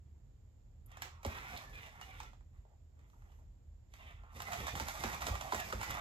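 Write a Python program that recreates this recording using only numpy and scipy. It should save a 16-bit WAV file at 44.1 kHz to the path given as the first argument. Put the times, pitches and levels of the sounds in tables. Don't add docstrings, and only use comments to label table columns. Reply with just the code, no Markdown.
import sys
import numpy as np
from scipy import signal
from scipy.fft import rfft, irfft, next_fast_len
from scipy.io import wavfile
from scipy.ndimage import map_coordinates

SR = 44100
rng = np.random.default_rng(int(sys.argv[2]) if len(sys.argv) > 2 else 0)


def store_pcm(level_fs):
    pcm = np.round(np.clip(level_fs, -1, 1) * 32767).astype(np.int16)
    wavfile.write(sys.argv[1], SR, np.atleast_2d(pcm).T)


N = 264991

# (time [s], shell clack [dB],
# weight on the boards [dB], plastic click [dB], shell pitch [ratio],
# hardness [dB per octave, up to BEND_FASTEST_HZ], struck plank's note [Hz], plank level [dB])
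STEPS = [(1.249, -50.5, -35.5, -47, 0.93, -2, 544, -46.5), (2.202, -48.5, -68, -52.5, 1.12, -2, 904, -49),
         (4.532, -45, -52, -44.5, 0.89, -2, 708, -43.5), (4.799, -40, -42.5, -44.5, 1.13, -1.5, 895, -44),
         (4.815, -52, -51, -56, 1.3, -1, 260, -49.5), (5.037, -44, -36.5, -41.5, 1.04, 0, 366, -49),
         (5.267, -43, -44, -40, 0.81, 0, 699.5, -42), (5.284, -39, -44.5, -60, 1.125, 2.5, 512.5, -42.5),
         (5.5229, -33, -42, -47, 1.118, 4, 1010, -32), (5.533, -44, -49, -54, 0.99, 2, 407, -43),
         (5.545, -37, -45, -42.5, 1.12, 1.5, 653, -41), (5.725, -39, -43.5, -47, 1.2, 1, 1270, -39),
         (5.733, -52, -54, -66, 0.73, -1, 523, -42.5)]
# (time [s], level before trims [dB],
# brightness [dB], above 0 a thin snap, below 0 a dull clack)
CLICKS = [(0.861, -90, 35), (0.916, -65.5, -2), (0.971, -59.5, -7), (1.020, -45, -0.5), (1.231, -60.5, -3),
          (1.2633, -54.5, 5.5), (1.574, -54.5, 1), (2.012, -55, -5), (2.232, -61, -7.5),
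          (2.332, -73.5, -14), (2.408, -83, -16.5), (2.992, -78, -5), (3.012, -85, -5.5), (3.10, -77.5, -5),
          (3.221, -81, -14.5), (3.263, -89, -9), (3.32, -80, -8), (3.395, -85, -8), (3.938, -61.5, 0),
          (4.235, -77.5, -19.5), (4.403, -50.5, -7), (4.42, -49, 0), (4.484, -58, -15), (4.520, -47, -3.5),
          (4.668, -46.5, -4), (4.681, -49.5, -11.5), (4.753, -49.5, -7.5), (4.775, -54, -10),
          (4.884, -44, -1.5), (5.130, -50, -9), (5.220, -49, -8.5), (5.354, -53.5, -12),
          (5.410, -46.5, -7.5), (5.600, -47, 3.5), (5.813, -49.5, -7.5), (5.831, -46, -8),
          (5.908, -47, 3.5)]
# (frequency [Hz], relative level [dB])
CLICK_COLOUR = [(300, -80), (1400, 9), (2200, 9.5), (3600, 3), (5000, -0.5), (7500, 0.5), (9500, -9),
                (15800, -18.5)]
BEND_FASTEST_HZ = 1500


def amp(db):
    return 10 ** (np.asarray(db) / 20)


def unit(x):
    return x / np.sqrt(np.mean(x ** 2) + 1e-20)


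def along(points, hz):
    f, v = np.transpose(points)
    return np.interp(np.log(hz + 1), np.log(f + 1), v)


def wobble(rate):
    coarse = np.linspace(0, N, 6000)
    knots = rng.standard_normal(int(N * rate / SR) + 4)
    curve = map_coordinates(knots, [coarse * rate / SR])
    return np.interp(np.arange(N), coarse, curve)


def filtered(x, response):
    m = next_fast_len(N + SR // 2)
    return irfft(rfft(x, m) * response(np.fft.rfftfreq(m, 1 / SR)), m)[..., :N]


def coloured(x, points):
    size = 4096
    cepstrum = irfft(np.log(amp(along(points, np.fft.rfftfreq(size, 1 / SR)))))
    causal = 2 * cepstrum[:size // 2] * (np.arange(size // 2) > 0)
    kernel = irfft(np.exp(rfft(causal, size)))
    return signal.fftconvolve(x, kernel / np.linalg.norm(kernel))[:N]


def body(f, pitch):
    # (frequency [Hz], width [Hz], relative level [dB])
    resonances = [(692.5, 152, -0.5), (840.5, 274, 5), (940.5, 269, 4), (1256, 208, -2.5),
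                  (1980, 440, -12.5), (2970, 850, -25.5)]
    f = f / pitch
    h = 0
    for k, (centre, width, db) in enumerate(resonances):
        band = 1j * f * width / (centre * centre - f * f + 1j * f * width)
        h = h + (-1) ** k * amp(db) * band
    h = h * (1j * f / (1j * f + 500))
    return h / np.sqrt(np.mean(abs(h) ** 2))


def shell(x):
    pose_shift, pose_rate = 0.1, 13
    pose = np.tanh(wobble(pose_rate))
    poses = np.array([[-1], [0], [1]])
    shares = np.maximum(1 - abs(pose - poses), 0)
    shares = shares / np.linalg.norm(shares, axis=0)

    def responses(f):
        return np.array([body(f, 1 + pose_shift * k) for k in poses])

    return filtered(shares * x, responses).sum(axis=0)


def strikes(times, levels_db, shape, *columns):
    out, t = np.zeros(N + SR), np.arange(SR // 2) / SR
    for s, db, *own in zip(times, levels_db, *columns):
        hit = shape(t, *own)
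        gain = amp(db) * np.sqrt(SR * .02 / np.sum(hit ** 2))
        out[round(s * SR):][:len(t)] += gain * hit
    return out[:N]


def crack(t, contact, chatter_db, chatter_t60):
    push = t * np.exp(-t / contact)
    loose = rng.standard_normal(len(t))
    loose = loose * abs(loose) * amp(-60 * t / chatter_t60)
    return push / np.linalg.norm(push) + amp(chatter_db) * loose / np.linalg.norm(loose)


def ring(t, modes, attack):
    out = 0
    for hz, db, t60 in modes:
        decay = amp(db + rng.normal(0, 3) - 60 * t / t60)
        out = out + decay * np.sin(2 * np.pi * (hz * t + rng.random()))
    return out * (1 - np.exp(-t / attack))


def gear_train(mesh_hz, speed, swing, stride_rate, jitter, scatter_db):
    rate = mesh_hz * speed * np.exp(swing * wobble(stride_rate) + jitter * wobble(120))
    turns = np.cumsum(rate) / SR
    at = np.flatnonzero(np.diff(np.floor(turns)))
    chance = rng.random((len(at), 2))
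    size = amp(scatter_db * rng.standard_normal(len(at))) * np.sign(chance[:, 0] - .5)
    backlash = (chance[:, 1] * SR / mesh_hz).astype(int)
    loose_at = np.minimum(at + backlash, N - 1)
    tone = 0
    for k in range(1, 6):
        tone = tone + amp(5 * wobble(22)) * np.sin(2 * np.pi * k * turns) / np.sqrt(k)
    return unit(np.bincount(loose_at, size, N)), unit(tone)


def run_db(start, end):
    spin_up, run_down = 420, 200
    t = np.arange(N) / SR
    before, after = np.maximum(start - t, 0), np.maximum(t - end, 0)
    return np.maximum(-spin_up * before - run_down * after, -120)


def background():
    # (frequency [Hz], relative level [dB])
    rumble_colour = [(20, -41), (28, -24.5), (40, 3), (60, -4), (85, -6), (125, -9), (150, -20),
                     (210, -24.5), (330, -33.5), (520, -54), (880, -120)]
    air_colour = [(100, 9), (250, 2), (450, 2), (800, -5), (1300, -11.5), (3000, -16.5), (6000, -20.5),
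                  (8500, -24), (10000, -42), (12000, -18.5), (14000, -29.5), (15800, -44)]

    def noise(points, channels):
        white = rng.standard_normal((channels, N))
        return unit(filtered(white, lambda f: amp(along(points, f))))

    rumble = noise(rumble_colour, channels=1) + 0.23 * noise(rumble_colour, channels=2)
    rumble = amp(-58.5 + 1.3 * wobble(3.69)) * rumble
    hum_turns = np.cumsum(76 + 2.945 * wobble(8.1)) / SR
    hum = amp(-62.5 + 5.94 * wobble(8.6)) * np.sin(2 * np.pi * hum_turns)
    air = amp(-74.0) * noise(air_colour, channels=2)
    hiss = unit(filtered(rng.standard_normal(N), lambda f: 1 / (1 + ((f - 7200) / 420) ** 4)))
    return rumble + hum + air + amp([[-92], [-89]]) * hiss


def joints():
    # (frequency [Hz], relative level [dB])
    snap_colour = [(1000, -21), (6000, -10), (9000, 3), (12500, 20), (15800, -26)]
    s, level_db, bright_db = np.transpose(CLICKS)

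    def click_force(t):
        return crack(t, contact=.00001, chatter_db=32.0, chatter_t60=0.035)

    def clack_force(t):
        return crack(t, contact=.00008, chatter_db=0.5, chatter_t60=0.091)

    def snap_force(t):
        return crack(t, contact=.00001, chatter_db=48, chatter_t60=0.037)

    click = coloured(strikes(s, level_db - 0.5, click_force), CLICK_COLOUR)
    clack = shell(strikes(s, level_db - bright_db - 11.5, clack_force))
    snap = coloured(strikes(s, level_db + bright_db - 10.5, snap_force), snap_colour)
    return click + clack + snap


def load():
    rise, ease = .015, .045
    full_load_db = -42
    t, total = np.arange(N) / SR, np.zeros(N)
    for s, db, *_ in list(STEPS) + list(CLICKS):
        away = np.maximum((s - t) / rise, (t - s) / ease)
        peak = min(amp(db - full_load_db), 1)
        total = np.maximum(total, peak * np.exp(-np.minimum(away, 20)))
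    return total


def effort():
    # (start [s], end [s], gear whir [dB], motor whine [dB], tooth rasp [dB])
    moves = [(0.909, 1, -65.5, -70, -77.5), (1.024, 1.058, -60.5, -59, -65),
             (1.267, 1.623, -53.5, -60.5, -61), (1.662, 1.741, -64.5, -68, -70.5),
             (1.738, 1.887, -61.5, -64, -65.5), (1.919, 1.99, -59, -68, -71.5),
             (2.02, 2.055, -63, -63, -65), (2.077, 2.255, -61.5, -64.5, -69.5),
             (2.543, 2.578, -79, -89, -87.5), (2.688, 2.712, -85, -102, -95),
             (2.994, 3.066, -77, -84.5, -95), (3.079, 3.402, -82, -92, -92), (3.225, 3.32, -74.5, -89, -91),
             (3.386, 3.394, -78.5, -87, -87), (3.943, 3.989, -71.5, -70, -71), (3.999, 4.11, -62, -61, -73),
             (4.162, 4.33, -70, -80.5, -87), (4.364, 6.046, -55, -61, -59), (4.474, 4.579, -49.5, -54, -55),
             (4.598, 4.635, -48.5, -52, -55), (4.664, 4.697, -50.5, -50, -54.5),
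             (4.759, 4.813, -50, -55, -53.5), (4.869, 4.912, -47.5, -54, -52.5),
             (4.944, 5.003, -47.5, -55, -53.5), (5.01, 5.143, -48, -52, -53), (5.212, 5.287, -46, -53, -53),
             (5.313, 5.358, -52, -55.5, -56), (5.413, 5.487, -47.5, -54, -57.5),
             (5.525, 5.607, -49.5, -51, -53), (5.644, 5.706, -50.5, -54, -54.5),
             (5.812, 5.854, -47, -53, -53), (5.879, 5.955, -46, -50.5, -53),
             (5.981, 6.05, -43, -55.5, -56.5)]
    levels = np.full((3, N), -120.)
    for start, end, *levels_db in moves:
        levels = np.maximum(levels, np.array(levels_db)[:, None] + run_db(start, end))
    whir_db, whine_db, rasp_db = levels
    surge_db = 3 * load()
    return whir_db + surge_db, whine_db + surge_db, rasp_db + 1.83 * surge_db


def catches():
    jumps = rng.random(N) < 130 / SR
    size_db = 3.5 * rng.uniform(-1.2, 1.16, N)
    return unit(jumps * amp(size_db))


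def servos():
    # (mesh frequency at speed 1 [Hz], relative level [dB])
    gears = [(730, 2), (810, -4), (905, -4), (1010, 0), (1190, -4), (1780, -14)]
    # (frequency [Hz], relative level [dB])
    whine_colour = [(500, -55), (1400, -15.5), (1800, 14.5), (2400, 13), (2900, 9), (3650, 8), (4300, -19),
                    (7000, -63)]
    rasp_colour = [(150, 4), (600, -25), (3000, 0), (4600, 5.5), (7000, 5.5), (9500, 0), (12200, 7.5),
                   (14200, -5.5), (15800, -27)]
    growl_colour = [(25, -40), (50, 15.5), (110, 8.5), (160, 0), (210, 1), (300, -5), (550, -4), (750, -21),
                    (1200, -41)]
    whir_db, whine_db, rasp_db = effort()
    speed = np.exp(.004 * (np.maximum(whine_db, -75) + 55))
    shares = np.array([amp(db + 3.5 * wobble(7.7)) for _, db in gears])
    shares = shares / np.linalg.norm(shares, axis=0)
    trains = 0
    for share, (hz, _) in zip(shares, gears):
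        train = gear_train(hz, speed, swing=.11, stride_rate=11, jitter=.016, scatter_db=2.5)
        trains = trains + share * np.array(train)
    rattle, tone = map(unit, trains)
    grind = amp(1.03 * wobble(95))
    rattle = unit(rattle * grind + amp(-4.5) * catches())
    whir = unit(shell(rattle + 0.097 * tone)) * amp(whir_db - 1.0 + 1.75 * wobble(45))
    whine = unit(coloured(rattle + 0.43 * tone, whine_colour)) * amp(whine_db - 1.0 + 2.6 * wobble(45))
    rasp = unit(coloured(rattle + 0.28 * tone, rasp_colour)) * amp(rasp_db - 2.5 + 0.59 * wobble(70))
    growl = unit(coloured(rattle, growl_colour)) * amp(np.minimum(whir_db, -54) + 4.0 * wobble(20))
    return whir + whine + rasp + growl


def neck():
    # (start [s], end [s], level [dB])
    nods = [(0.915, 1.213, -66), (4.248, 4.336, -66)]
    head_turns = [(3.08, 3.39, -85)]
    # (frequency [Hz], relative level [dB])
    nod_colour = [(300, -18), (700, 2), (1080, 14.5), (1400, 15), (1650, -5), (2900, -5), (3800, -22),
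                  (8000, -44)]
    fizz_colour = [(3000, -39), (5000, -12), (6000, 1), (8000, -4), (9800, -18), (11500, 1), (13200, 1),
                   (14500, -22)]
    rattle, _ = gear_train(980, 0.98, swing=0.03, stride_rate=7.2, jitter=0.016, scatter_db=2.5)
    nod_gain = sum(amp(db + run_db(start, end)) for start, end, db in nods)
    turn_gain = sum(amp(db + run_db(start, end)) for start, end, db in head_turns)
    return nod_gain * unit(coloured(rattle, nod_colour)) + turn_gain * unit(coloured(rattle, fizz_colour))


def knock(t, tilt_db):
    # (frequency [Hz], relative level [dB])
    bending = [(25, -25), (55, 5), (85, 11.5), (140, -7.5), (210, 3.5), (320, -5), (600, -4.5), (1000, -2),
               (1400, -12), (2200, -35), (6000, -67)]
    # (frequency [Hz], relative level [dB], t60 [s])
    board_modes = [(216.3, -0.5, 0.21), (358.5, -6, 0.13), (567, -1.5, 0.077), (677, -13.5, 0.054),
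                   (860, -3, 0.11), (1210, -14, 0.1)]
    travel = .039
    f = np.fft.rfftfreq(len(t), 1 / SR) + 1
    wave = unit(amp(along(bending, f)))
    boards = rfft(ring(t, board_modes, attack=0.00033))
    boards = boards / np.sqrt(np.mean(abs(boards) ** 2))
    delay = travel * 10 * np.maximum(1 / np.sqrt(f) - 1 / np.sqrt(BEND_FASTEST_HZ), 0)
    lag = np.exp(-2j * np.pi * np.cumsum(delay) * SR / len(t))
    hardness = amp(tilt_db * np.log2(np.minimum(f, BEND_FASTEST_HZ)))
    return irfft((wave + amp(-5.5) * boards) * hardness * lag, len(t)) * (1 - t / t[-1])


def paws():
    s, clack_db, weight_db, click_db, pitch, hardness, plank_hz, plank_db = np.transpose(STEPS)

    def clack_shape(t, ratio):
        force = crack(t, contact=.00008, chatter_db=-3.0, chatter_t60=0.0074)
        return irfft(rfft(force) * body(np.fft.rfftfreq(len(t), 1 / SR), ratio), len(t))

    def click_force(t):
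        return crack(t, contact=.00001, chatter_db=20.5, chatter_t60=0.04)

    def plank_shape(t, hz):
        return ring(t, [(hz, 0, 0.036)], attack=0.00081)

    clack = strikes(s, clack_db - 4.5, clack_shape, pitch)
    click = coloured(strikes(s, click_db - 0.5, click_force), CLICK_COLOUR)
    plank = strikes(s, plank_db - 3.0, plank_shape, plank_hz)
    weight = strikes(s, weight_db, knock, hardness)
    return clack + click + plank + weight


def swings():
    # (start [s], end [s], level [dB], speed at start [ratio], at end [ratio])
    strokes = [(1.28, 1.455, -54, 1.13, 0.96), (1.40, 1.632, -54.5, 0.82, 1.1),
               (1.726, 1.81, -54, 1.03, 1.12), (1.801, 1.918, -58, 1.2, 0.81),
               (2.027, 2.183, -61, 0.99, .9), (3.981, 4.133, -76, 0.88, 1.13)]
    # (frequency [Hz], relative level [dB])
    swing_colour = [(600, -19), (1400, -4), (1850, -2), (2400, 1.5), (3000, -11), (3600, -8.5), (4500, -20),
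                    (8000, -34)]
    t = np.arange(N) / SR
    out = 0
    for leg in (strokes[::2], strokes[1::2]):
        level, speed = np.zeros(N), np.ones(N)
        for start, end, db, speed_from, speed_to in leg:
            stroke = np.clip((t - start) / (end - start), 0, 1)
            level += amp(db) * np.sqrt(np.abs(np.sin(np.pi * stroke)))
            speed = np.where(t > start, speed_from + (speed_to - speed_from) * stroke, speed)
        rattle, tone = gear_train(800, speed, swing=0.012, stride_rate=13, jitter=0.0102, scatter_db=5.0)
        out = out + level * unit(coloured(rattle + 0.18 * tone, swing_colour))
    return out


def glides():
    # (start [s], end [s], level [dB], pitch at start [Hz], pitch at end [Hz])
    slides = [(1.31, 1.352, -60.5, 2470, 2420), (1.39, 1.536, -65, 2034, 2230),
              (1.398, 1.546, -61, 1305, 1516), (1.47, 1.56, -69, 2730, 3100),
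              (1.607, 1.78, -64, 1800, 1673), (1.732, 1.785, -56, 2470, 2400),
              (1.80, 1.893, -65.5, 2870, 2720), (1.83, 1.876, -68, 2490, 2330),
              (2.012, 2.04, -57.5, 2833, 2960), (2.045, 2.117, -66.5, 813, 745),
              (2.214, 2.289, -61.5, 1320, 1389), (4.468, 4.572, -50, 723, 689),
              (4.735, 4.808, -54.5, 744, 960), (5.088, 5.127, -56, 796, 1060),
              (5.307, 5.348, -50.5, 1031, 486.7), (5.32, 5.368, -52.5, 1118, 1262),
              (5.426, 5.488, -53.5, 823, 697), (5.568, 5.644, -51, 884, 611), (5.59, 5.64, -55, 1733, 1690)]
    out = np.zeros(N)
    flutter, waver = amp(3 * wobble(90)), 1 + 0.012 * wobble(110)
    for start, end, db, from_hz, to_hz in slides:
        span = np.arange(round(start * SR), round(end * SR))
        stroke = np.linspace(0, 1, len(span))
        hz = (from_hz + (to_hz - from_hz) * stroke) * waver[span]
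        tone = np.sin(2 * np.pi * np.cumsum(hz) / SR)
        swell = np.sqrt(stroke * (1 - stroke))
        out[span] += amp(db) * unit(tone * flutter[span] * swell)
    return out


def creaks():
    # (start [s], length [s], level [dB], pitch at start [Hz], pitch at end [Hz])
    rubs = [(1.564, 0.023, -53, 3860, 3850), (2.541, 0.058, -81, 1206, 1050), (2.649, 0.03, -69, 720, 880),
            (2.693, 0.064, -75.5, 810, 740), (3.133, 0.055, -72.5, 1087, 610),
            (3.247, 0.035, -77, 1034, 698), (3.288, 0.056, -83.5, 2770, 3060),
            (3.297, 0.033, -74, 900, 716), (3.386, 0.049, -73.5, 904, 597)]
    slip_rate, slip_cycles = 370, 1.9
    pitch_scatter, scatter_db = 0.062, 4.5
    out, t = np.zeros(N + SR), np.arange(SR // 20) / SR
    for s, length, db, from_hz, to_hz in rubs:
        count = max(round(length * slip_rate), 2)
        scrape = np.zeros(round(length * SR) + len(t))
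        for stroke in (np.arange(count) + rng.random(count)) / count:
            hz = (from_hz + (to_hz - from_hz) * stroke) * np.exp(pitch_scatter * rng.normal())
            tick = np.sin(2 * np.pi * hz * t) * np.exp(-hz * t / slip_cycles)
            size = amp(scatter_db * rng.normal()) * (1 - stroke / 2)
            scrape[int(stroke * length * SR):][:len(t)] += size * tick
        gain = amp(db) * np.sqrt(length * SR) / np.linalg.norm(scrape)
        out[round(s * SR):][:len(scrape)] += gain * scrape
    return out[:N]


def thuds():
    # (time [s], level [dB])
    landings = [(2.18, -55), (2.578, -49), (4.134, -48), (4.19, -52.5), (4.542, -56), (4.811, -46.5),
                (5.049, -43), (5.305, -35), (5.558, -52), (5.745, -42)]
    # (frequency [Hz], relative level [dB], t60 [s])
    joist_modes = [(54, 5.5, 0.14), (72.2, 0.5, 0.15), (87.7, 1, 0.14), (115, -9, 0.15)]
    s, weight_db = np.transpose(landings)
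    return strikes(s, weight_db, lambda t: ring(t, joist_modes, attack=0.012))


def in_room(x, wet_db):
    # (frequency [Hz], t60 [s])
    room_decay = [(100, .4), (210, 0.42), (400, 0.42), (1000, 0.12), (4000, 0.34), (8000, 0.3),
                  (15000, 0.18)]
    # (frequency [Hz], relative level [dB])
    wall_colour = [(60, -14.5), (300, -3), (800, 1), (5500, 2.5), (8000, 1), (10000, -28), (15000, 10)]
    lead = 0.0002564
    hop, length = SR // 6, SR // 3
    starts = range(0, N, hop)
    hz, t, z = signal.stft(rng.standard_normal((len(starts), 2, length)), SR, nperseg=256)
    decay = amp(-60 * t / along(room_decay, hz)[:, None])
    tails = signal.istft(z * decay, SR, nperseg=256)[1]
    tails /= np.linalg.norm(tails, axis=-1, keepdims=True)
    padded, wet = np.pad(x, (hop, 2 * hop)), np.zeros((2, N + 2 * SR))
    for start, tail in zip(starts, tails):
        piece = padded[start:start + 2 * hop] * np.hanning(2 * hop)
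        answer = signal.fftconvolve(piece[None], tail, axes=1)
        wet[:, start:start + answer.shape[1]] += answer
    first_wall = round(.003 * SR)
    wet = wet[:, hop - first_wall:][:, :N]
    wet = filtered(wet, lambda f: amp(along(wall_colour, f)))
    sides = np.array([[1], [-1]])
    direct = filtered(x, lambda f: np.exp(-1j * np.pi * f * lead * sides))
    return (direct + amp(wet_db) * wet) / np.hypot(1, amp(wet_db))


def scene():
    # (frequency [Hz], left minus right [dB])
    balance = [(60, -1.5), (250, -1), (900, -7), (1500, -1), (1950, -6.5), (2450, -0.5), (3400, -6),
               (4300, -3), (6200, -10), (7200, -7.5), (7700, -2), (9000, -1)]
    motors = in_room(servos() + swings() + glides() + neck(), wet_db=-3.5)
    contacts = in_room(paws() + joints() + creaks(), wet_db=-3.5)
    sound = motors + contacts + thuds() + background()
    halves = np.array([[.5], [-.5]])
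    return filtered(sound, lambda f: amp(along(balance, f) * halves))


def record(dry):
    return filtered(dry, lambda f: f < 15850)


dry = scene()
out = record(dry)
store_pcm(out)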